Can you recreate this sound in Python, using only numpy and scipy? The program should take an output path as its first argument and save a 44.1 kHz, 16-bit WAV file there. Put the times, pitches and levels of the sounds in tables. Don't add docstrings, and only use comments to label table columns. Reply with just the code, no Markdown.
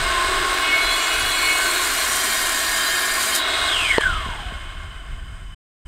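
import sys
import numpy as np
from scipy import signal
from scipy.fft import rfft, irfft
from scipy.io import wavfile

SR = 44100
rng = np.random.default_rng(int(sys.argv[2]) if len(sys.argv) > 2 else 0)


def int16_out(signal):
    q = np.round(np.clip(np.atleast_2d(signal).T, -1, 1) * 32767)
    wavfile.write(sys.argv[1], SR, q.astype(np.int16))


N = 259240
T = np.arange(N) / SR
HZ = np.fft.rfftfreq(N, 1 / SR)

# [t/s, teeth passing per second]
POWERED_SPEED = [(0, 1910), (.55, 2100), (.8, 2135), (1.4, 2140), (1.7, 2085), (2.05, 1945), (2.3, 1860),
                 (2.8, 1808), (3.14, 1808), (3.42, 1920)]
FULL_SPEED = 2140
TEETH = 24

ENTER_S, BURIED_S, EXIT_S, BRAKE_S = 0.53, 2.18, 3.385, 3.675


def rasp(speed, gating=0.28, runout=0.059, grain_db=2, count=3):
    # [f/Hz, level/dB]
    rasp_colour = [(150, -8), (300, -9.5), (900, -5.5), (1700, 7.5), (2600, -3.5), (4200, -2.5), (5400, -4),
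                   (6200, -3.5), (7200, 3.5), (8000, 3.5), (9300, 4.5), (10500, -3), (13000, -3.5),
                   (15500, -10.5)]
    tooth = turns(speed)
    tooth_bursts = 1 + gating * np.cos(tooth)
    turn_bursts = 1 + runout * np.cos(tooth / TEETH)
    tearing = tooth_bursts * turn_bursts * amp(grain_db * drift(210))
    shares = amp(8 * np.array([drift(1.5) for _ in range(count)]))
    shares /= np.linalg.norm(shares, axis=0)
    noise = 0
    for share in shares:
        torn = tearing * rng.standard_normal(N)
        noise = noise + share * shaped(torn, colour(rasp_colour) * crowded_modes(), (9300, 15500))
    return noise * bite()


def crowded_modes(hz_apart=75):
    at = np.arange(0, SR / 2, hz_apart)
    bumps = np.interp(HZ, at, rng.standard_normal(len(at)))
    return amp(5 * bumps * np.clip((HZ - 2000) / 2000, 0, 1))


def bite(buried_db=-31, graze=.06, ease_db_per_s=4):
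    # [t/s, level/dB, time to fall to 1/e /s]
    splinters = [(.58, -43, .05), (3.24, -36, 0.048), (3.36, -26.5, 0.014)]
    easing = amp(buried_db - ease_db_per_s * np.maximum(T - BURIED_S, 0))
    feed = (graze + (1 - graze) * depth()) * easing
    return (feed + swells(splinters)) * uncut()


def singing(speed, fade_s=.17):
    # [f/Hz at full speed, pitch waver/Hz, level/dB at the edge of the board,
    # level/dB buried, level/dB running free, family 0-2]
    singing_modes = [(2207, 3, -33.5, -42, -42, 0), (2555, 3, -37, -46, -48, 1),
                     (2909, 4, -35.5, -44, -37, 1), (3380, 5, -37, -48, -33, 2)]
    # [t/s, rise/dB, time to fall to 1/e /s, family 0-2]
    flares = [(.76, 12, .12, 0), (1.49, 12, .095, 0), (3.32, 10, .05, 0), (.68, 6, .06, 1),
              (1.17, 6, .08, 1), (1.52, 7, .08, 1), (.89, 9, .06, 2), (1, 7, .09, 2), (1.32, 6, .15, 2)]
    sunk = depth() ** 4
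    free = (1 - uncut()) * (1 - ramp(BRAKE_S, fade_s))
    out = 0
    for hz, waver, edge_db, buried_db, free_db, family in singing_modes:
        flare_db = sum(db * swell(s, length) for s, db, length, which in flares
                       if round(which) == round(family))
        cutting_level = contact() * amp(edge_db + sunk * (buried_db - edge_db) + flare_db)
        level = cutting_level + free * amp(free_db)
        tone = np.sqrt(2) * np.sin(turns(sagged(hz, speed) + waver * drift(47.0)))
        out = out + tone * level * amp(2 * drift(27))
    return out


def blade(speed, damping=0.0056, ring_db=7, idle_db=-12, build_s=0.47):
    # [f/Hz at full speed, relative level/dB at the edge, relative level/dB buried]
    other_modes = [(2379, -46, -47), (3171, -60, -43), (3820, -48, -46), (4086, -44, -48), (4188, -46, -54),
                   (4360, -45, -49), (4441, -48, -58), (4560, -58, -50), (4899, -52, -47), (5330, -60, -54),
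                   (5820, -54, -49), (6298, -54, -54), (6621, -52, -48), (7125, -58, -47), (7343, -47, -52),
                   (7510, -58, -48), (8300, -53, -49), (8414, -48, -52), (9458, -54, -50), (9690, -53, -55),
                   (10245, -62, -51), (10700, -51, -52), (11946, -58, -53)]
    sunk = depth() ** 4
    others = 0
    for hz, edge, buried in other_modes:
        wander_db = 2 * drift(2.5)
        mode = ringing(sagged(hz, speed), damping * hz)
        others = others + amp(edge + sunk * (buried - edge) + wander_db) * mode
    in_wood = amp(ring_db) * ramp(ENTER_S, build_s) * uncut()
    in_air = amp(idle_db) * (speed / FULL_SPEED) ** 2
    return others * (in_wood + in_air)


def sagged(hz, speed, stiffening=.0022):
    lost_speed = np.maximum(speed, .8 * FULL_SPEED) - FULL_SPEED
    return hz + stiffening * lost_speed * np.sqrt(hz)


def teeth(speed, jitter=0.0028, runout=0.11, light_db=-42, labour_db=11.5):
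    # [multiple of the tooth rate, relative level/dB]
    tooth_orders = [(1, -0.5), (2.002, -30.5), (2.666, -6.5), (3, -25), (0.756, -19), (0.914, -2.5)]
    tooth = turns(speed * (1 + jitter * drift(60)))
    throb = 1 + runout * np.cos(tooth / TEETH)
    tones = sum(amp(db) * np.sin(k * tooth) for k, db in tooth_orders)
    sag = FULL_SPEED - curve(POWERED_SPEED)
    load_level = amp(light_db + labour_db * (sag / sag.max()) ** 2)
    return np.sqrt(2) * tones * throb * contact() * load_level


def squeals(waver_hz=10):
    # [t/s, f/Hz, level/dB, time to fall to 1/e /s]
    squeal_list = [(0.19, 1054, -23.5, 0.078), (0.362, 367, -35, 0.31), (0.446, 1086, -29.5, 0.38),
                   (0.889, 4085, -26.5, 0.077), (1.643, 1536, -24.5, 0.046), (1.752, 360.4, -38, .13),
                   (2.98, 1668, -30, 0.12), (3.179, 1084, -29, 0.024)]
    out = 0
    for s, hz, db, length in squeal_list:
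        tone = np.sqrt(2) * np.sin(turns(hz + waver_hz * drift(40)))
        out = out + tone * amp(db) * swell(s, length)
    return out


def blade_speed(brake_per_s=1.5, fan_drag=.85):
    braking = np.expm1(brake_per_s * np.maximum(T - BRAKE_S, 0))
    return curve(POWERED_SPEED) / (1 + (1 + fan_drag) * braking)


def depth():
    return ramp(ENTER_S, BURIED_S - ENTER_S)


def uncut(release_db_per_s=394.5):
    return amp(-release_db_per_s * np.maximum(T - EXIT_S, 0))


def contact(grip_s=0.1):
    return ramp(ENTER_S, grip_s) * uncut()


def rush(speed, echo=0.3, throb=0.1, dull_hz=3500, dulling=0.53,
         hiss_swell_db=-37, hiss_swell_s=.17, hiss_swell_length_s=0.19):
    # [f/Hz, level/dB]
    rush_colour = [(100, -42.5), (200, -23), (270, -4.5), (360, -5), (520, -6.5), (720, -3.5), (880, -3.5),
                   (1060, 1), (1500, -3.5), (2000, -6), (2700, -2.5), (4000, -1), (4600, -10), (9000, -29)]
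    hiss_colour = [(2500, -43.5), (4300, -21), (4900, 2.5), (5500, -10.5), (6500, -6), (7300, -5),
                   (7800, -1), (8750, 2), (9150, -12), (12000, -15.5), (15500, -30)]
    through_housing = colour(rush_colour) * echoed(echo) * amp(housing_db(HZ))
    body = shaped(rng.standard_normal(N), through_housing, (550, 1400))
    dull = irfft(rfft(body) / (1 + (HZ / dull_hz) ** 12), N)
    body = dull + (body - dull) * (speed / FULL_SPEED) ** dulling
    hiss = shaped(rng.standard_normal(N), colour(hiss_colour), (7600, 8900))
    wobble = 1 + throb * np.sin(turns(speed / TEETH))
    body_level = rush_level(speed, top_db=-26.5, power=0.89, dip_db=2.5, floor_db=-60)
    hiss_level = rush_level(speed, top_db=-35.0, power=1.19, dip_db=11, floor_db=-61.5)
    hiss_swell = amp(hiss_swell_db) * swell(BRAKE_S + hiss_swell_s, hiss_swell_length_s)
    return wobble * (body * body_level + hiss * np.hypot(hiss_level, hiss_swell))


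def rush_level(speed, top_db, power, dip_db, floor_db, recover_s=0.12):
    dip = np.sqrt(depth()) * (1 - ramp(EXIT_S, recover_s))
    driven = amp(top_db - dip_db * dip) * (speed / FULL_SPEED) ** power
    return np.hypot(driven, amp(floor_db))


def housing_db(at_hz):
    # [f/Hz, width/Hz, lift/dB]
    cavities = [(364.4, 41, 1), (647, 69, 8), (1071, 68, 6), (1287, 100, 4), (1581, 290, 12),
                (1970, 210, 5), (2150, 83, 9.5)]
    return sum(db / (1 + (2 * (at_hz - hz) / width) ** 2) for hz, width, db in cavities)


def echoed(echo, fade_hz=3800, echo_s=.00278):
    return 1 + echo / (1 + (HZ / fade_hz) ** 4) * np.exp(-2j * np.pi * HZ * echo_s)


def motor(speed, hum_db=-43, commutator_db=-55, waver_db=3, drone_db=-50):
    rotor = .2055 * speed
    hum = np.sin(turns(rotor)) * amp(hum_db + waver_db * drift(2.3))
    whistle = ringing(28 * rotor, 25) * amp(commutator_db)
    drone = ringing(.122 * speed, 8) * amp(drone_db) * depth() ** 4 * uncut()
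    return (hum + whistle + drone) * (speed / FULL_SPEED) ** 2


def spin_down(speed, free_db=-29, braking_db=8.5, power=1.46, resonance=1, echo=0.19,
              shake_db=2, backlash=0.017, chatter_db=-2, quiet_speed=240):
    # [multiple of the tooth rate, relative level/dB]
    whine_orders = [(2, 2), (1.917, -7.5), (1.833, -8.5), (2.083, -6.5), (2.167, -13.5)]
    partials = 0
    for k, db in whine_orders:
        strength = amp(db + shake_db * drift(45))
        partials = partials + strength * np.sin(turns(k * speed * (1 + backlash * drift(89.5))))
    chatter = np.sin(turns(2 * speed * (1 + .085 * drift(300))))
    whine = partials + amp(chatter_db) * chatter
    level_db = free_db + braking_db * ramp(BRAKE_S, 0.053) + resonance * housing_db(2 * speed)
    fast_enough = np.clip(speed / quiet_speed - 1, 0, 1)
    unloaded = ramp(EXIT_S - .06, 0.036) * fast_enough
    sound = whine * amp(level_db) * (speed / FULL_SPEED) ** power * unloaded
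    return irfft(rfft(sound) * echoed(echo), N)


def whirr(speed, rise_s=0.19):
    # [f/Hz, width/Hz, level/dB at full speed, power of speed]
    whirr_bands = [(3143, 450, -17, 1.8), (3040, 50, -37.5, 0.51)]
    bands = 0
    for hz, width, db, power in whirr_bands:
        bands = bands + ringing(np.full(N, hz), width) * amp(db) * (speed / FULL_SPEED) ** power
    return bands * ramp(BRAKE_S, rise_s)


def offcut():
    # [t/s, peak level/dB before the limiter, pitch as a factor on the wood tones]
    knock_list = [(3.982, 3.5, 1.08), (4.009, -11, 2.7), (4.263, -21.5, 0.47), (4.287, -21.5, 0.43),
                  (4.408, -52, 0.36), (4.522, -27, 0.48), (4.833, -35, 1.9)]
    # [f/Hz before the pitch factor, relative level/dB, time to fall 60 dB /s]
    wood_tones = [(428, 2.5, 0.024), (557, -7, 0.03), (837, -2, 0.025), (1510, -5, 0.0092),
                  (2700, -7, .012), (3890, -13.5, 0.024), (7600, -49, 0.0072)]
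    out = np.zeros(N)
    t = T[:SR // 10]
    onset = 1 - np.exp(-(t / .0003) ** 2)
    for s, db, pitch in knock_list:
        tones = sum(amp(level - 60 * t / t60) * np.sin(2 * np.pi * hz * pitch * t)
                    for hz, level, t60 in wood_tones)
        knock = onset * tones
        out[round(s * SR):][:len(t)] += amp(db) * knock / abs(knock).max()
    return out


def wind(breeze_db=-41, gust_db=2):
    # [f/Hz, level/dB]
    wind_colour = [(10, -30.5), (25, 4.5), (60, -2), (90, -8.5), (140, -16), (220, -25), (1500, -65)]
    # [t/s, level/dB, time to fall to 1/e /s]
    gusts = [(.1, -39, 0.47), (1.22, -37, 0.1), (3.85, -36.5, 0.29), (4.11, -24.5, .08),
             (4.38, -32.5, 0.14), (5.1, -37, 0.56)]
    rumble = shaped(rng.standard_normal(N), colour(wind_colour))
    lumpy = unit(rumble * amp(gust_db * drift(4.1)))
    return lumpy * (amp(breeze_db) + swells(gusts))


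def air(air_db=-72):
    return rng.standard_normal(N) * amp(air_db)


def amp(db):
    return 10 ** (np.asarray(db) / 20)


def unit(x):
    return x / np.sqrt(np.mean(abs(x) ** 2) + 1e-20)


def curve(rows):
    return np.interp(T, *np.transpose(rows))


def colour(points):
    hz, db = np.transpose(points)
    return amp(np.interp(np.log(HZ + 1), np.log(hz), db))


def shaped(x, gain, band=(0, SR)):
    z = rfft(x) * gain
    in_band = (HZ >= band[0]) * (HZ <= band[1])
    return irfft(z, N) / np.std(irfft(z * in_band, N))


def drift(rate_hz, size=8192):
    hz = np.fft.rfftfreq(size, T[-1] / size)
    slow = irfft(rfft(rng.standard_normal(size)) / (1 + (hz / rate_hz) ** 2))
    return np.interp(T, np.linspace(0, T[-1], size), unit(slow))


def turns(hz):
    return 2 * np.pi * np.cumsum(hz) / SR


def ringing(hz, width_hz):
    r = np.exp(-np.pi * abs(width_hz) * np.sqrt(2) / SR)
    blows = rng.standard_normal(N) + 1j * rng.standard_normal(N)
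    slow = signal.lfilter([1], [1, -2 * r, r * r], blows)
    return unit((slow * np.exp(1j * turns(hz))).real)


def swell(s, length):
    return np.exp(-((T - s) / length) ** 2)


def swells(rows):
    return sum(amp(db) * swell(s, length) for s, db, length in rows)


def ramp(s, length):
    return np.clip((T - s) / length, 0, 1)


def scene():
    speed = blade_speed()
    cutting = rasp(speed) + singing(speed) + blade(speed) + teeth(speed) + squeals()
    machine = rush(speed) + motor(speed) + spin_down(speed) + whirr(speed)
    return (cutting + machine + offcut() + wind() + air())[None]


def record(dry):
    ceiling, threshold_db, recovery_db_per_s = .72, -6, 330
    stop_s, resume_s, edge_hz = 5.548, 5.85, 15750
    fall = recovery_db_per_s * T
    level_db = 20 * np.log10(abs(dry[0]) + 1e-9)
    peak_db = np.maximum.accumulate(level_db + fall) - fall
    attack = np.ones(250) / 250
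    ducked = dry * amp(-signal.lfilter(attack, 1, np.maximum(peak_db - threshold_db, 0)))
    limited = ducked / (1 + (ducked / ceiling) ** 4) ** (1 / 4)
    on = np.clip(np.maximum(stop_s - T, (T - resume_s) / 2) / .006, 0, 1)
    lowpass = signal.firwin(511, edge_hz, window=("kaiser", 9), fs=SR)
    return signal.oaconvolve(limited * on, lowpass[None], "same")


dry = scene()
out = record(dry)
int16_out(out)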